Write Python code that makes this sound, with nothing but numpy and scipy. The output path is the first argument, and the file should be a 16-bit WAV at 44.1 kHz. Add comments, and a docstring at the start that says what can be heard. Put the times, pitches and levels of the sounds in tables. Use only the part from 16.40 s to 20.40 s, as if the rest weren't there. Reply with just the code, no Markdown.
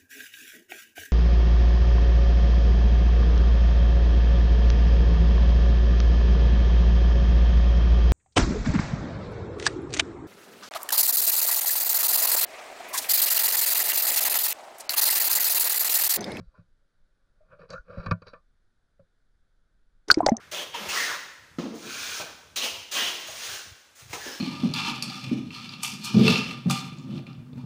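"""Over a faint, slowly swelling river bed of filtered noise, someone wades with a microphone in a waterproof case.
Swishes (grains of noise, small bubbles) and knocks of the grip excite the hollow resonances of the case;
low thumps, pushes, faint surface gurgles and touches of fizz join them.
Late on the case plunges under: churning and slaps are shaped noise, and trapped air rings as loud
gliding sines, with bursts of fizz on top; the loudest bubbles overload the microphone."""
import sys
import numpy as np
from scipy import signal
from scipy.io import wavfile
from scipy.ndimage import uniform_filter1d

SR = 44100
rng = np.random.default_rng(int(sys.argv[2]) if len(sys.argv) > 2 else 0)


def log_audio(samples):
    """Write samples as a 16-bit WAV file to the path given in sys.argv[1]."""
    # one column per channel
    frames = np.atleast_2d(samples).T
    # limit to full scale, then quantise
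    limited = np.clip(frames, -1, 1)
    pcm = np.round(limited * 32767).astype(np.int16)
    wavfile.write(sys.argv[1], SR, pcm)


N = 176400  # samples: 4 s


def amp(db):
    """Turns decibels into a gain."""
    return 10 ** (np.asarray(db) / 20)


def unit(x):
    """Scales a sound to an RMS of one."""
    return x / np.sqrt(np.mean(x ** 2) + 1e-20)


def add(mix, s, sound):
    """Mixes a sound in at a time in seconds, cut off at the end of the mix."""
    part = mix[max(round(s * SR), 0):][:len(sound)]
    part += sound[:len(part)]


def level(rows, axis=1):
    """Gain over the whole scene from a column of dB values."""
    rows = np.array(rows)
    return amp(np.interp(np.arange(N) / SR, rows[:, 0], rows[:, axis]))


def colour(x, points, size=8192):
    """Minimum-phase filter of unit energy that follows a spectrum, so nothing sounds early."""
    f, db = np.transpose(points)
    hz = abs(np.fft.fftfreq(size, 1 / SR))
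    log_gain = np.log(amp(np.interp(np.log(hz + 1), np.log(f), db)))
    spectrum = np.exp(np.conj(signal.hilbert(log_gain)))
    response = np.fft.ifft(spectrum).real[:size // 2]
    return signal.oaconvolve(x, response / np.linalg.norm(response))[:N]


def strike(rise, t60):
    """Envelope: a quick rise, then an exponential fall of 60 dB per t60."""
    t = np.arange(0, rise + 2 * t60, 1 / SR)
    attack = np.sin(np.pi / 2 * np.minimum(t / rise, 1)) ** 2
    decay = np.exp(-np.log(1000) * np.maximum(t - rise / 2, 0) / t60)
    return attack * decay


def bursts(rows):
    """Short puffs of noise from rows of (time [s], level [dB], t60 [s], rise [s])."""
    envelope = np.zeros(N)
    for s, db, t60, rise in rows:
        add(envelope, s, amp(db) * strike(rise, t60))
    return envelope * rng.choice([-1., 1.], N)


def drift(size):
    """Slow random wander of unit RMS: noise smoothed twice over size samples."""
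    smooth = uniform_filter1d(rng.standard_normal(N), size)
    return unit(uniform_filter1d(smooth, size))


GRAINS_PER_S, GRAIN_SPREAD_DB = 1800, 3.5  # the spread scales an exponential draw, held to 4


def grains():
    """A dense crackle of clicks of uneven size, at unit RMS."""
    size = amp(GRAIN_SPREAD_DB * np.minimum(rng.exponential(1, N), 4))
    sign = rng.choice([-1., 1.], N)
    return unit(size * sign * (rng.random(N) < GRAINS_PER_S / SR))


def ring(x, modes):
    """Passes a sound through decaying modes, each of unit energy times its gain."""
    t = np.arange(SR // 4) / SR
    response = np.zeros(len(t))
    for k, (hz, db, t60) in enumerate(modes):
        mode = np.exp(-np.log(1000) * t / t60) * np.sin(2 * np.pi * hz * t)
        response += amp(db) * unit(mode) * (-1) ** k  # neighbouring modes have opposite sign
    return signal.oaconvolve(x, response / np.sqrt(len(t)))[:N]


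BUBBLE_RISE_CYCLES = 1.1
WOBBLE_CYCLES, BUBBLE_WOBBLE = 2, 0.053  # cycles per random step, relative pitch spread
SURFACING_CLIMB_PER_S, SINKING_FALL_PER_S = 0.4, 0.88  # relative pitch change


def bubble(hz, db, t60, rise, glide):
    """A pocket of air rings at one gliding, slightly wobbling pitch."""
    envelope = strike(rise, t60)
    t = np.arange(len(envelope)) / SR
    wobble = np.interp(t * hz / WOBBLE_CYCLES, np.arange(512), rng.standard_normal(512))
    pitch = hz * np.exp(glide * t) * (1 + BUBBLE_WOBBLE * wobble)
    return amp(db) * envelope * np.sin(2 * np.pi * np.cumsum(pitch) / SR)


def froth(low_hz, high_hz, per_s, cycles, size=N):
    """Many small climbing bubbles of scattered pitch, each with a t60 of the same number of cycles."""
    out = np.zeros(size)
    count = int(per_s * size / SR) + 1
    for when, pitch, strength in rng.random((count, 3)):
        hz = low_hz * (high_hz / low_hz) ** pitch
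        pop = bubble(hz, 0, cycles / hz, BUBBLE_RISE_CYCLES / hz, SURFACING_CLIMB_PER_S)
        add(out, when * size / SR, strength * pop)
    return unit(out)


# spectrum of quiet river and microphone hiss: (frequency [Hz], relative density [dB])
RIVER_SPECTRUM = [(30, 2.5), (60, -12.5), (220, -23.5), (1100, -35.5), (1480, -26), (2000, -36.5),
                  (2750, -45), (3500, -37.5), (8000, -49)]
RIVER_DB = -65.5
RUMBLE_SWELL_DB, RUMBLE_EDGE_HZ = 3, 190


def river():
    """Steady faint hiss over a slowly swelling rumble, both from one filtered noise."""
    wash = amp(RIVER_DB) * unit(colour(rng.standard_normal(N), RIVER_SPECTRUM))
    low_pass = signal.butter(2, RUMBLE_EDGE_HZ, fs=SR, output="sos")
    rumble = signal.sosfiltfilt(low_pass, wash)
    swell = amp(RUMBLE_SWELL_DB * drift(size=4000))
    return wash + rumble * (swell - 1)


# swishes of water and grip: (time [s], body level [dB], treble level [dB])
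SWISHES = [(0, -70, -92), (.04, -83, -84), (.12, -82, -92), (.18, -64, -83.5), (.26, -98.5, -103),
           (.95, -87, -101), (1.075, -76.5, -104), (1.13, -55.5, -87), (1.18, -76, -100), (1.195, -56, -73),
           (1.248, -56, -76.5), (1.275, -80, -105), (1.295, -53, -67), (1.338, -45.5, -58.5),
           (1.43, -83, -99), (1.5, -53, -77), (1.556, -51.5, -73.5), (1.578, -46.5, -68.5),
           (1.61, -48.5, -64), (1.70, -53, -77), (1.80, -79.5, -96.5), (1.86, -68.5, -79.5),
           (1.882, -54.5, -55), (1.92, -72, -76), (1.95, -56.5, -81), (2.03, -100, -112)]
# a sharp click at the very start, then knocks on the case: (time [s], body level [dB], treble level [dB], thump
# level [dB], rise [s])
KNOCK_HITS = [(.001, -57.5, -87.5, -40, 0.0023), (.185, -69.5, -78, -46, 0.005),
              (1.303, -40.5, -40, -55, 0.0017), (1.332, -35.5, -52, -49.5, 0.0023),
              (1.493, -59, -76, -46.5, .002), (1.572, -50, -80, -31, .005), (1.66, -27, -43.5, -31, 0.0025),
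              (1.68, -44, -75, -32, 0.0026), (1.7102, -18.5, -34, -18.5, .0014),
              (1.818, -42.5, -57.5, -50.5, 0.0031), (1.864, -39.5, -47.5, -55, 0.013),
              (1.931, -38, -63, -74, 0.0067), (2.594, -67.5, -89, -54.5, .003)]
# broad tone of the hollow case: (frequency [Hz], relative density [dB])
BODY_SPECTRUM = [(150, -18), (320, -21), (450, -6.5), (570, 4.5), (830, -20), (1150, -8), (1480, 0.5),
                 (2050, -28.5), (2420, -10), (3100, -54)]
TREBLE_SPECTRUM = [(2400, -15.5), (3400, -18), (4050, -2), (4350, 0.5), (4700, -1), (5150, -14),
                   (5600, -14), (6700, -42), (10400, -39.5), (11800, -59.5)]
# narrow rings of the case: (frequency [Hz], level [dB], t60 [s])
BODY_RINGS = [(534.5, -2, .06), (638.5, -7.5, 0.089), (1000, -17, 0.07), (1069, -12.5, .07),
              (1181, -8, 0.038), (1402, -3.5, 0.062), (1520, -15.5, 0.12), (1643, -20, 0.044),
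              (1753, -13.5, 0.052), (2256, -16, .03), (2453, -10, 0.017)]
TREBLE_RINGS = [(3970, -6.5, 0.042), (4356, -4, 0.0083), (4530, -4, 0.032), (5500, -16.5, .035),
                (6530, -25, 0.039), (10400, -31, .02)]
# low boom under the swishes: (frequency [Hz], relative density [dB])
BOOM_SPECTRUM = [(60, -19), (175, -2), (330, -30), (1000, -61)]
BOOM_DB, FROTH_DB = -2.5, -2  # relative to the swish
BODY_T60_S, TREBLE_T60_S = 0.043, 0.023  # of the knocks, before the case rings


def case():
    """Swishes, froth and knocks excite the hollow body and the bright rings of the case."""
    swish = grains() * level(SWISHES, axis=1)
    body_knocks = bursts([(s, db, BODY_T60_S, rise) for s, db, _, _, rise in KNOCK_HITS])
    body = swish + body_knocks
    treble_swish = grains() * level(SWISHES, axis=2)
    treble_knocks = bursts([(s, db, TREBLE_T60_S, rise) for s, _, db, _, rise in KNOCK_HITS])
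    treble = treble_swish + treble_knocks

    boom = amp(BOOM_DB) * colour(swish, BOOM_SPECTRUM)
    small_bubbles = froth(low_hz=391, high_hz=1962, per_s=110, cycles=60)
    wet = amp(FROTH_DB) * level(SWISHES, axis=1) * unit(colour(small_bubbles, BODY_SPECTRUM))
    hollow = colour(body, BODY_SPECTRUM) + ring(body, BODY_RINGS)
    bright = colour(treble, TREBLE_SPECTRUM) + ring(treble, TREBLE_RINGS)
    return boom + wet + hollow + bright


# low modes of the held case: (frequency [Hz], level relative to the thump [dB], t60 [s])
THUMP_MODES = [(101.6, 3, .11), (170.2, 2, 0.12), (200, -10.5, 0.1202)]
# slow pushes on the case: (time [s], level [dB])
PUSH_HITS = [(0.064, -41), (1.381, -40), (1.575, -31.5), (1.671, -34.5)]
THUMP_RISE_S = 0.0074
PUSH_HZ, PUSH_LENGTH_S = 32.8, 0.039


def thumps():
    """Each knock shakes the low modes of the case; slow pushes add a swing of pressure."""
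    out = np.zeros(N)
    for s, _, _, thump_db, _ in KNOCK_HITS:
        for hz, db, t60 in THUMP_MODES:
            envelope = strike(THUMP_RISE_S, t60)
            tone = np.sin(2 * np.pi * hz * np.arange(len(envelope)) / SR)
            add(out, s, amp(thump_db + db) * envelope * tone)
    t = np.arange(0, PUSH_LENGTH_S, 1 / SR)
    swing = np.hanning(len(t)) * np.sin(2 * np.pi * PUSH_HZ * t)
    for s, db in PUSH_HITS:
        add(out, s, amp(db) * swing)
    return out


# gurgles and drips at the surface: (time [s], starting pitch [Hz], peak level [dB], t60 [s])
SURFACE_GURGLES = [(1.333, 540, -37, .05), (.14, 1004, -60.5, 0.18), (.15, 1455, -57, 0.1),
                   (1.005, 614, -55.5, 0.18), (1.122, 550, -48.5, 0.2), (1.192, 534, -42.5, 0.065),
                   (1.228, 493, -44.5, 0.14), (1.356, 1371, -35, 0.11), (1.378, 1458, -36, 0.07),
                   (1.495, 537, -40, .12), (1.57, 569, -36, .12), (1.932, 517, -36.5, 0.054),
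                   (1.938, 1150, -47, .15), (2.593, 526, -48.5, .11)]
GURGLE_RISE_S = 0.0049


def gurgles():
    """Faint bubbles near the surface ring with a climbing pitch."""
    out = np.zeros(N)
    for s, hz, db, t60 in SURFACE_GURGLES:
        add(out, s, bubble(hz, db, t60, GURGLE_RISE_S, SURFACING_CLIMB_PER_S))
    return out


# bursts of spray: (time [s], centre pitch [Hz], level [dB], t60 [s])
FIZZ_BURSTS = [(1.302, 5600, -49, 0.054), (1.325, 6000, -62, .2), (3.684, 9900, -50, 0.039),
               (3.715, 9040, -28, 0.017), (3.7253, 8000, -34, .025), (3.743, 5600, -29.5, 0.021),
               (3.807, 8700, -54, .04), (3.8651, 6660, -22, .012), (3.878, 6850, -27.5, 0.013),
               (3.967, 6100, -42, .022)]
FIZZ_PER_S, FIZZ_CYCLES = 2300, 62
FIZZ_OCTAVES = 0.19  # pitch scatter either side of the centre


def fizz():
    """Spray bursts into brief swarms of tiny bubbles of like size."""
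    out = np.zeros(N)
    for s, hz, db, t60 in FIZZ_BURSTS:
        envelope = strike(BUBBLE_RISE_CYCLES / hz, t60)
        low_hz, high_hz = hz / 2 ** FIZZ_OCTAVES, hz * 2 ** FIZZ_OCTAVES
        swarm = froth(low_hz, high_hz, FIZZ_PER_S, FIZZ_CYCLES, size=len(envelope))
        add(out, s, amp(db) * envelope * swarm)
    return out


# churning under water: (time [s], level [dB])
CHURN_LEVELS = [(3.672, -130), (3.68, -45), (3.715, -37), (3.755, -61.5), (3.78, -37.5), (3.845, -51),
                (3.88, -35.5), (3.96, -59.5), (4, -46.5)]
# tone of the churning: (frequency [Hz], relative density [dB])
CHURN_SPECTRUM = [(120, 3.5), (800, -3), (1300, -13.5), (2100, -16), (3000, -30), (6000, -32.5),
                  (12000, -55)]
# slaps of water on the case: (time [s], level [dB], t60 [s], rise [s])
SLAP_HITS = [(3.682, -35, 0.044, 0.0028), (3.701, -22, 0.027, 0.0018), (3.7095, -18, .011, 0.00048),
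             (3.714, -17.5, 0.022, 0.00092), (3.74, -42.5, 0.068, 0.0027), (3.784, -43.5, 0.019, .003),
             (3.8622, -11.5, 0.017, 0.0018), (3.886, -42, 0.043, .002)]
# tone of the slaps: (frequency [Hz], relative density [dB])
SLAP_SPECTRUM = [(150, -16), (1400, 4), (2700, -12), (3600, -1), (5800, 4), (7200, -8.5), (10600, -26),
                 (12000, -55)]
GARGLE_DB = -2  # relative to the churn


def splash():
    """Water churns and gargles around the case and slaps it: coloured grains, froth and noise puffs."""
    churn_gain = level(CHURN_LEVELS)
    churn = colour(grains() * churn_gain, CHURN_SPECTRUM)
    gargle = amp(GARGLE_DB) * froth(low_hz=298, high_hz=1507, per_s=140, cycles=20) * churn_gain
    slaps = colour(bursts(SLAP_HITS), SLAP_SPECTRUM)
    return churn + gargle + slaps


# bubbles of the plunge: (time [s], starting pitch [Hz], peak level [dB], t60 [s])
PLUNGE_BUBBLES = [(3.684, 432.6, -32.5, 0.15), (3.7018, 1528, 5.5, .015), (3.7093, 4330, -13, 0.032),
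                  (3.714, 4605, 16, 0.0062), (3.71, 1486, -12.5, 0.04), (3.718, 4750, -15, 0.021),
                  (3.743, 4890, -16, 0.012), (3.743, 2230, -28, 0.022), (3.7715, 310, -9.5, 0.067),
                  (3.8045, 690, -7, .025), (3.806, 952, -30.5, 0.063), (3.817, 681, -33, 0.064),
                  (3.830, 1008, -26, 0.12), (3.829, 313, -19.5, 0.064), (3.841, 283, -21, .04),
                  (3.863, 1480, -20.5, 0.019), (3.8645, 642, -3.5, 0.02), (3.871, 793, -18, 0.072),
                  (3.8865, 807, -8.5, 0.044), (3.888, 602, -13.5, 0.033), (3.887, 2054, -21.5, 0.024),
                  (3.894, 6050, -22.5, .015), (3.917, 237.4, -8, 0.068), (3.918, 689, -23.5, 0.097),
                  (3.918, 1890, -40, 0.02), (3.942, 787, -33, 0.063), (3.968, 6180, -23, 0.013),
                  (3.983, 1780, -49.5, 0.045)]


def plunge():
    """Trapped air rings as bubbles, mostly loud, whose pitch falls as they sink."""
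    out = np.zeros(N)
    for s, hz, db, t60 in PLUNGE_BUBBLES:
        add(out, s, bubble(hz, db, t60, BUBBLE_RISE_CYCLES / hz, -SINKING_FALL_PER_S))
    return out


def scene():
    """River, case, thumps, gurgles and fizz, then the splash and bubbles of the plunge."""
    return (river() + case() + thumps() + gurgles() + fizz() + splash() + plunge())[None]


CEILING, KNEE, OVERLOAD_SHARE = 0.85, 5, 0.16  # full scale = 1; share of clipping in the mix
DULL_ABOVE_HZ, DULL_LEAK = 11300, 0.12  # treble above this edge is made fainter, to this gain
EDGE_HZ = 15800


def soften(dry, size):
    """Holds a sound under the ceiling according to its momentary size."""
    return dry / (1 + (size / CEILING) ** KNEE) ** (1 / KNEE)


def record(dry):
    """A fast limiter flattens the loudest bubbles, which also clip a little; fainter treble, then band limit."""
    limited = soften(dry, abs(signal.hilbert(dry)))  # follows the envelope
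    clipped = soften(dry, abs(dry))  # follows the waveform, so it distorts
    low_pass = signal.butter(8, min(DULL_ABOVE_HZ, SR / 2 - 1), fs=SR, output="sos")
    dull = signal.sosfiltfilt(low_pass, limited)
    out = dull + DULL_LEAK * (limited - dull) + OVERLOAD_SHARE * (clipped - limited)
    band = signal.firwin(511, EDGE_HZ, window=("kaiser", 9), fs=SR)
    return signal.oaconvolve(out, band[None], "same")


dry = scene()
out = record(dry)
log_audio(out)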